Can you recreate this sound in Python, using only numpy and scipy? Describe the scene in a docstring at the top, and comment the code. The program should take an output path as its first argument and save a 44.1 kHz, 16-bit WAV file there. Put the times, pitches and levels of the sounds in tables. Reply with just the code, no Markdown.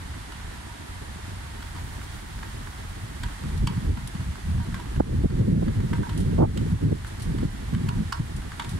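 """Flagpoles on a windy night.

Gusts rumble, buffet and tear at two microphone ports; hard ones duck the gain.
Ropes slap hollow poles, which knock and ring. Folds whip through the flags and crackle.
Behind: a hiss of distant wind and town, rustling leaves, a faint whistle across a pole."""
import sys
import numpy as np
from scipy import signal
from scipy.fft import rfft, irfft, next_fast_len
from scipy.io import wavfile
from scipy.ndimage import uniform_filter1d

SR = 44100
rng = np.random.default_rng(int(sys.argv[2]) if len(sys.argv) > 2 else 0)


def bounce(signal):
    """Save signal as a 16-bit WAV file at the path given by the first command-line argument."""
    frames = np.transpose(np.atleast_2d(signal))
    limited = np.clip(frames, -1, 1)
    pcm = np.round(limited * 32767).astype(np.int16)
    wavfile.write(sys.argv[1], SR, pcm)


N = 387638

# breeze between gusts: t/s, level re calm/dB
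BREEZE_LEVEL = [(0, -1), (0.75, -1), (1.6, 0.4), (2.6, 0.7), (4.1, -1.5), (4.85, 3.5), (6.5, 7), (7.08, 1),
                (7.7, 4.5), (8.55, 0.5)]
# gusts over the ports: t/s, length/s, rumble/dB, buffet/dB, tear/dB
GUST_EVENTS = [(3.013, 0.057, -49, -33, -51), (3.21, 0.05, -37, -34.5, -42.5),
               (3.428, 0.18, -33.5, -31, -43.5), (3.596, 0.049, -20.5, -26.5, -35.5),
               (3.652, 0.176, -48, -28.5, -43), (3.861, 0.063, -22, -26.5, -33),
               (3.944, .11, -36, -33.5, -55), (4.161, 0.027, -52, -26, -52), (4.272, 0.034, -28, -32, -52),
               (4.454, 0.16, -27.5, -29.5, -47), (4.684, 0.054, -31, -29, -59),
               (4.972, 0.032, -23.5, -24, -32), (5.073, 0.19, -23.5, -27.5, -34),
               (5.309, 0.078, -24, -22.5, -31), (5.385, 0.21, -29, -18.5, -28.5),
               (5.602, 0.099, -30, -25.5, -31), (5.764, 0.085, -24.5, -20.5, -34),
               (5.909, 0.11, -42, -23.5, -35), (6.102, 0.083, -37, -27, -39),
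               (6.192, 0.174, -28.5, -23.5, -34), (6.382, 0.097, -29, -19.5, -29),
               (6.545, 0.11, -29.5, -23.5, -33.5), (6.699, 0.037, -27, -22, -43),
               (6.814, 0.11, -37, -20, -29), (7.26, .09, -35, -27.5, -35), (7.387, 0.063, -41, -23, -34.5),
               (7.709, 0.22, -49, -25.5, -40), (7.951, 0.082, -31, -24.5, -41),
               (8.178, 0.036, -28, -28, -45), (8.316, 0.069, -28.5, -34, -44),
               (8.661, 0.12, -45, -30.5, -45)]
# head-on eddies: t/s, length/s, level/dB, low-pass f/Hz
BLAST_EVENTS = [(4.999, 0.0098, -10, 900), (5.234, 0.028, -16.5, 465), (5.618, 0.018, -21.5, 665),
                (6.378, 0.026, -16.5, 740), (6.398, 0.059, -12.5, 850), (6.917, 0.0126, -15.5, 470),
                (7.425, 0.013, -25.5, 560)]
# rope on pole: t/s, knock/dB, click/dB, hollow ring/dB, ping f/Hz
SLAP_EVENTS = [(0.32, -44, -45, -52, 3300), (1.623, -44.5, -44, -44, 3260), (1.761, -48, -49, -43, 3300),
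               (2.428, -40, -48, -36, 3300), (2.670, -44, -54, -58, 3300), (3.233, -36, -37, -35, 3370),
               (3.671, -31, -28.5, -41, 3080), (3.972, -42.5, -47, -39, 2980),
               (4.149, -46, -48.5, -56, 3300), (4.600, -48, -53, -37, 3300), (4.743, -36, -40, -57, 3500),
               (4.797, -47, -47, -36.5, 3300), (5.679, -42, -47, -57, 3300), (5.801, -43, -46, -58, 2200),
               (5.931, -35, -40.5, -33, 3180), (6.03, -42, -50, -32, 3300), (6.068, -53, -61, -35.5, 3300),
               (6.093, -40.5, -41.5, -48, 3300), (6.573, -40, -35.5, -50, 3120),
               (7.045, -42, -46.5, -58, 2100), (7.383, -45, -49, -56, 3300),
               (7.747, -40.5, -42.5, -63, 3340), (7.887, -38.5, -37.5, -30, 2550),
               (8.123, -29, -32, -29.5, 5300), (8.515, -42.5, -50, -58, 3300),
               (8.596, -31.5, -34, -31.5, 3560), (8.620, -46, -44, -44, 3530),
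               (8.643, -46, -42.5, -42, 3500)]
# upper pole modes: f/Hz, relative level/dB, t60/s
POLE_MODES = [(1153, 14, 0.036), (1380, -9, 0.016), (1629, 12.5, 0.063), (1930, -2, 0.011),
              (2258, -2, 0.14), (2890, 10.5, 0.043), (3496, 2.5, 0.03), (3790, 1, 0.046),
              (4490, 15.5, 0.019), (5390, 11, 0.011), (8000, 10.5, 0.008), (11930, 3, 0.01)]
# contact crack: f/Hz, relative density/dB
CRACK_SPECTRUM = [(450, -30), (700, -9), (950, 3.5), (1800, 5.5), (3000, -6), (5200, -39), (6500, -17),
                  (9000, -16.5), (12300, -25), (15500, -51)]
# flag flicks: t/s, relative peak/dB, decay/s, swish f/Hz
FLICK_EVENTS = [(1.9277, -38, .02, 9700), (3.575, -31, .01, 4460), (4.0733, -24, .008, 9700),
                (6.1754, -27, 0.025, 9600), (6.202, -29.5, .022, 9600), (7.0673, -33, .02, 9700),
                (7.197, -31.5, .025, 4300), (7.221, -23.5, .016, 9600), (8.363, -28.5, .012, 9000),
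                (8.6418, -36, .024, 7000), (8.6915, -26, .02, 8250)]
# cloth crackle: f/Hz, relative density/dB
CLOTH_SPECTRUM = [(1500, -28), (3000, 3), (4200, 2), (6500, -1), (9800, 3.5), (12000, -9), (15500, -20)]
# wash of distant wind and town: t/s, relative level/dB
WASH_LEVEL = [(0.0, -48), (1.3, -48.4), (3.57, -48.5), (5.6, -49.5), (6.4, -49), (7.07, -49.5),
              (8.47, -49.5), (8.79, -47.5)]
# colour of the wash: f/Hz, relative density/dB
WASH_SPECTRUM = [(450, -9.5), (650, -4), (880, -0.5), (1250, -2), (1900, -1), (2500, -8.5), (3300, -7.5),
                 (4400, -10.5), (5800, -14.5), (8000, -13.5), (9700, -13), (11300, -22), (12700, -23.5),
                 (15500, -46)]
# bush stirring: t/s, level/dB
LEAF_LEVEL = [(0, -71), (1.3, -72), (1.65, -57), (2.45, -58), (2.9, -60), (4.2, -64), (4.9, -65.5),
              (8.79, -64)]
# wind across a hollow pole: t/s, level/dB
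WHISTLE_LEVEL = [(0, -71), (.6, -54), (1.0, -59), (1.7, -58), (3.0, -75), (8.79, -76)]
# ground and wall echoes: delay/s, gain before low-pass/dB
ECHO_TAPS = [(0.021, -13.5), (0.049, -18.5), (.057, -21.5)]
# port colour: f/Hz, left minus right/dB
PORT_BALANCE = [(200, -0.5), (450, -1.5), (650, -6), (900, -4), (1250, -0.5), (1900, -3), (4000, -2.5),
                (5800, -2), (8000, -1), (9700, 3.5), (10600, 3.5), (11300, -16), (12700, 1.5), (15500, -17)]


def wind(calm_db=(-38, -46, -48.5), waver_db=2.0, flutter_db=1.5):
    """Large eddies rumble, medium ones buffet, small ones tear; gusts add power to the breeze."""
    (breeze_db,) = envelopes(BREEZE_LEVEL)
    power = from_db(np.add.outer(calm_db, breeze_db)) ** 2
    for start_s, length_s, *levels_db in GUST_EVENTS:
        power += np.outer(from_db(levels_db), gust(start_s, length_s)) ** 2
    rumble, buffet, tear = np.sqrt(power)
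    large = eddies([33.2, 94.0], knee_hz=152, own_db=-20, lump_db=5.5, rate_hz=8.3, span_s=0.055, order=2)
    medium = eddies([87.8, 244], knee_hz=157, own_db=-10, lump_db=5.0, rate_hz=45, span_s=0.048)
    small = eddies([199, 532], knee_hz=310, own_db=-14.5, lump_db=3.5, rate_hz=60, span_s=0.13)
    waver = from_db(waver_db * drift(rate_hz=11))
    flutter = from_db(flutter_db * drift(rate_hz=36))
    return rumble * large * waver + (buffet * medium + tear * small) * flutter


def gust(start_s, length_s, attack_s=0.024, release_s=0.026):
    """Gust envelope: quick swell, hold, exponential decay."""
    t = np.arange(N) / SR - start_s
    rise = np.clip(0.5 + t / (2 * attack_s), 0, 1)
    return rise * np.exp(-np.clip((t - length_s) / release_s, 0, 20))


def eddies(band_hz, knee_hz, own_db, lump_db, rate_hz, span_s, order=3):
    """Pressure of one eddy size: lumpy band noise, falling above a knee."""
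    band = cut(turbulence(N + SR, own_db), band_hz, "band", order=order)
    pressure = cut(band, knee_hz, "low")[:, SR:]  # skip filter settling
    lumps = from_db(lump_db * drift(rate_hz))
    return flatten_swells(pressure * lumps, span_s)


def blasts():
    """Eddies hitting the ports head-on: short, hard splutters."""
    out, t = np.zeros((2, N)), np.arange(SR // 8) / SR
    for start_s, length_s, level_db, top_hz in BLAST_EVENTS:
        swell = np.sqrt(np.abs(np.sin(np.pi * np.minimum(t / length_s, 1))))
        burst = cut(turbulence(len(t), own_db=-17) * swell, top_hz, "low", order=4)
        burst = cut(cut(burst, 234, "low", order=1), 75, "high")
        add(out, start_s, from_db(level_db) * unit_burst(burst, length_s))
    return out


def delay_left(pressure, lag_s=0.00078):
    """Wind noise in the left channel lags the right by about 0.8 ms."""
    n = np.arange(pressure.shape[-1])
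    return np.array([np.interp(n - lag_s * SR, n, pressure[0]), pressure[1]])


def ropes(far_per_s=4.9):
    """Loud slaps on near poles; faint random ones down the row."""
    out = np.zeros((2, N))
    for start_s, knock_db, click_db, hollow_db, ping_hz in SLAP_EVENTS:
        add(out, start_s, slap(knock_db, click_db))
        add(out, start_s, hollow_ring(hollow_db))
        add(out, start_s, ping(click_db, ping_hz))
    for when, distance in rng.random((int(far_per_s * N / SR), 2)):
        add(out, when * N / SR, from_db(-8 * distance) * slap(knock_db=-46, click_db=-49))
    return out


def rope_contact(t, decay_s=0.00094, rebound_s=0.003, buzz_db=-22, buzz_s=0.013, give_s=0.00017):
    """The rope gives as it lands, rebounds once and buzzes as it settles."""
    since_s = t - rebound_s * rng.uniform(0.63, 1.2)
    buzz = from_db(buzz_db) * np.exp(-abs(since_s) / buzz_s)
    rebound = (since_s > 0) * (np.exp(-abs(since_s) / (2 * decay_s)) + buzz)
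    touches = np.exp(-t / decay_s) + rng.uniform(0.76, 0.8) * rebound
    onset = (1 - np.exp(-t / give_s)) ** 2
    return touches * turbulence(len(t), own_db=-2) * onset


def slap(knock_db, click_db, crack_db=7):
    """Contact cracks and rings the tube; the hit sounds as a knock in the mids and a click in the treble."""
    t = np.arange(SR // 6) / SR
    contact = rope_contact(t)
    detune = 1 + 0.024 * rng.standard_normal()  # no two poles alike
    modes = np.zeros(len(t))
    for k, (hz, level_db, t60_s) in enumerate(POLE_MODES):
        decay = from_db(level_db + rng.normal(0, 2.4) - 60 * t / t60_s)
        modes += (-1) ** k * decay * np.sin(2 * np.pi * hz * detune * t)
    ring = unit_rms(signal.fftconvolve(contact, modes[None])[:, :len(t)])
    hit = ring + from_db(crack_db) * unit_rms(colour(contact, CRACK_SPECTRUM))
    mids = cut(cut(hit, 2000, "low", order=3), 1130, "high", order=3)
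    knock = unit_burst(mids, length_s=0.023)
    click = unit_burst(cut(hit, 2050, "high", order=3), length_s=0.012)
    return from_db(knock_db) * knock + from_db(click_db) * click


def hollow_ring(level_db, hz=945, t60_s=0.089, attack_s=0.00028):
    """The tube's lowest tone outlasts the slap."""
    t = np.arange(SR // 4) / SR
    detune = 1 + 0.013 * rng.standard_normal()
    phase = 2 * np.pi * (hz * detune * t + rng.random((2, 1)))
    return from_db(level_db - 60 * t / t60_s) * (1 - np.exp(-t / attack_s)) * np.sin(phase)


def ping(click_db, hz, offset_db=-8, width_hz=750, decay_s=0.0089):
    """Hardware on the rope rings briefly at its own pitch."""
    t = np.arange(SR // 20) / SR
    strike = turbulence(len(t), own_db=0.5) * np.exp(-t / decay_s)
    ring = band_around(strike, hz, width_hz)
    return from_db(click_db + offset_db) * unit_burst(ring, length_s=0.017)


def cloth(grain_spread_db=5.5, grains_per_s=3500, attack_s=0.00023, swish_db=-3, trim_db=-4):
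    """A fold whips through a flag: fine crackle, one narrow band stressed."""
    out, t = np.zeros((2, N)), np.arange(SR // 6) / SR
    for start_s, peak_db, decay_s, swish_hz in FLICK_EVENTS:
        hits = rng.random((2, len(t))) < grains_per_s / SR
        sizes = from_db(grain_spread_db * np.minimum(rng.exponential(1, hits.shape), 3))
        grains = hits * sizes * rng.choice([-1, 1], hits.shape)
        swell = (1 - np.exp(-t / attack_s)) * np.exp(-t / decay_s)
        crackle = colour(grains * swell, CLOTH_SPECTRUM)
        flick = crackle + from_db(swish_db) * band_around(crackle, swish_hz, width_hz=750, order=1)
        add(out, start_s, from_db(peak_db + trim_db) * flick / np.max(abs(flick.mean(0))))
    return out


def outdoors(x, tail_db=-4.5, t60_s=0.27, gap_s=0.006, dull_hz=1900):
    """Add dull echoes and thin scatter from poles and buildings."""
    t = np.arange(SR // 2) / SR
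    response = rng.standard_normal((2, len(t))) * from_db(-60 * t / t60_s) * (t > gap_s)
    response = from_db(tail_db) * response / np.sqrt(np.sum(response[0] ** 2))
    for delay_s, gain_db in ECHO_TAPS:
        add(response, delay_s, np.full((2, 1), from_db(gain_db)))
    reflections = signal.fftconvolve(x, response, axes=1)[:, :N]
    return x + cut(reflections, dull_hz, "low", order=1)


def air(trim_db=4.5, flutter_db=0.4):
    """Diffuse wash, uncorrelated at the ports, fluttering with the far flags."""
    (level_db,) = envelopes(WASH_LEVEL)
    wash = unit_rms(cut(colour(rng.standard_normal((2, N)), WASH_SPECTRUM), 420, "high"))
    return wash * from_db(level_db + trim_db + flutter_db * drift(rate_hz=25))


def leaves(flutter_db=1.5, band_hz=(3000, 9500)):
    """A bush stirs: fine, bright rustle that comes and goes."""
    (level_db,) = envelopes(LEAF_LEVEL)
    gain = from_db(level_db + flutter_db * drift(rate_hz=25))
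    return gain * unit_rms(cut(rng.standard_normal((2, N)), band_hz, "band", order=1))


def whistle(hz=945, width_hz=50, waver_hz=22):
    """Wind sounds a pole's lowest tone, faint and unsteady in pitch."""
    (level_db,) = envelopes(WHISTLE_LEVEL)
    tone = band_around(rng.standard_normal((2, N)), hz, width_hz)
    position = np.cumsum(1 + waver_hz / hz * drift(rate_hz=2.8))
    wavering = np.array([np.interp(position, np.arange(N), side, right=0) for side in tone])
    return from_db(level_db) * unit_rms(wavering)


def gain_control(x, threshold_db=-22.5, slope=0.41, release_db_per_s=28.5, attack_s=0.0035):
    """Compressor: a hard gust briefly ducks everything."""
    power = uniform_filter1d(np.mean(x * x, 0), SR // 100)
    level_db = 10 * np.log10(np.abs(power) + 1e-12)
    reduction_db = slope * np.maximum(level_db - threshold_db, 0)
    ramp_db = release_db_per_s * np.arange(N) / SR
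    held_db = np.maximum.accumulate(reduction_db + ramp_db) - ramp_db
    return x * from_db(-cut(held_db, 1 / (2 * np.pi * attack_s), "low", order=1))


def turbulence(size, own_db):
    """White noise common to both ports, plus each port's own at own_db."""
    return rng.standard_normal(size) + from_db(own_db) * rng.standard_normal((2, size))


def drift(rate_hz):
    """Random curve, rms 1, linear between knots at rate_hz."""
    knots = rng.standard_normal(4000)
    return unit_rms(np.interp(np.arange(N) / SR * rate_hz, np.arange(len(knots)), knots))


def flatten_swells(x, span_s):
    """Even out swells slower than span_s; rms 1."""
    window = int(span_s * SR)
    power = uniform_filter1d(uniform_filter1d(np.mean(x * x, 0), window), window)
    return unit_rms(x / np.sqrt(power + 1e-12))


def envelopes(rows):
    """Each level column of a time table, per sample."""
    times_s, *columns = np.transpose(rows)
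    return [np.interp(np.arange(N) / SR, times_s, column) for column in columns]


def colour(x, spectrum):
    """Filter by (f/Hz, gain/dB) points, interpolated in log f."""
    size = next_fast_len(x.shape[-1] + SR // 20)
    bins_hz = np.arange(size // 2 + 1) * SR / size
    points_hz, points_db = np.transpose(spectrum)
    gain_db = np.interp(np.log(np.maximum(bins_hz, 1)), np.log(points_hz), points_db)
    return irfft(rfft(x, size) * from_db(gain_db), size)[..., :x.shape[-1]]


def cut(x, hz, kind, order=2):
    return signal.sosfilt(signal.butter(order, hz, kind, fs=SR, output="sos"), x)


def band_around(x, hz, width_hz, order=2):
    return cut(x, [hz - width_hz / 2, hz + width_hz / 2], "band", order)


def from_db(db):
    return 10 ** (np.asarray(db) / 20)


def unit_rms(x):
    return x / np.sqrt(np.mean(x ** 2) + 1e-20)


def unit_burst(burst, length_s):
    """Scale a stereo burst to the energy of rms 1 held for length_s."""
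    return burst / np.sqrt(np.sum(burst ** 2) / (2 * length_s * SR) + 1e-20)


def add(track, start_s, sound):
    """Mix in a stereo sound at start_s."""
    start = max(round(start_s * SR), 0)
    track[:, start:start + sound.shape[-1]] += sound[:, :max(N - start, 0)]


def scene():
    """Wind at the ports, echoing ropes and flags, background."""
    return delay_left(wind() + blasts()) + outdoors(ropes() + cloth()) + air() + leaves() + whistle()


def record(dry):
    """Port colour, 16 Hz high-pass, gain control, steep 15.6 kHz low-pass."""
    left = colour(dry[0], [(hz, db / 2) for hz, db in PORT_BALANCE])
    right = colour(dry[1], [(hz, -db / 2) for hz, db in PORT_BALANCE])
    ports = gain_control(cut(np.array([left, right]), 16, "high"))
    return signal.sosfilt(signal.ellip(10, 0.1, 80, 15600, fs=SR, output="sos"), ports)


dry = scene()
out = record(dry)
bounce(out)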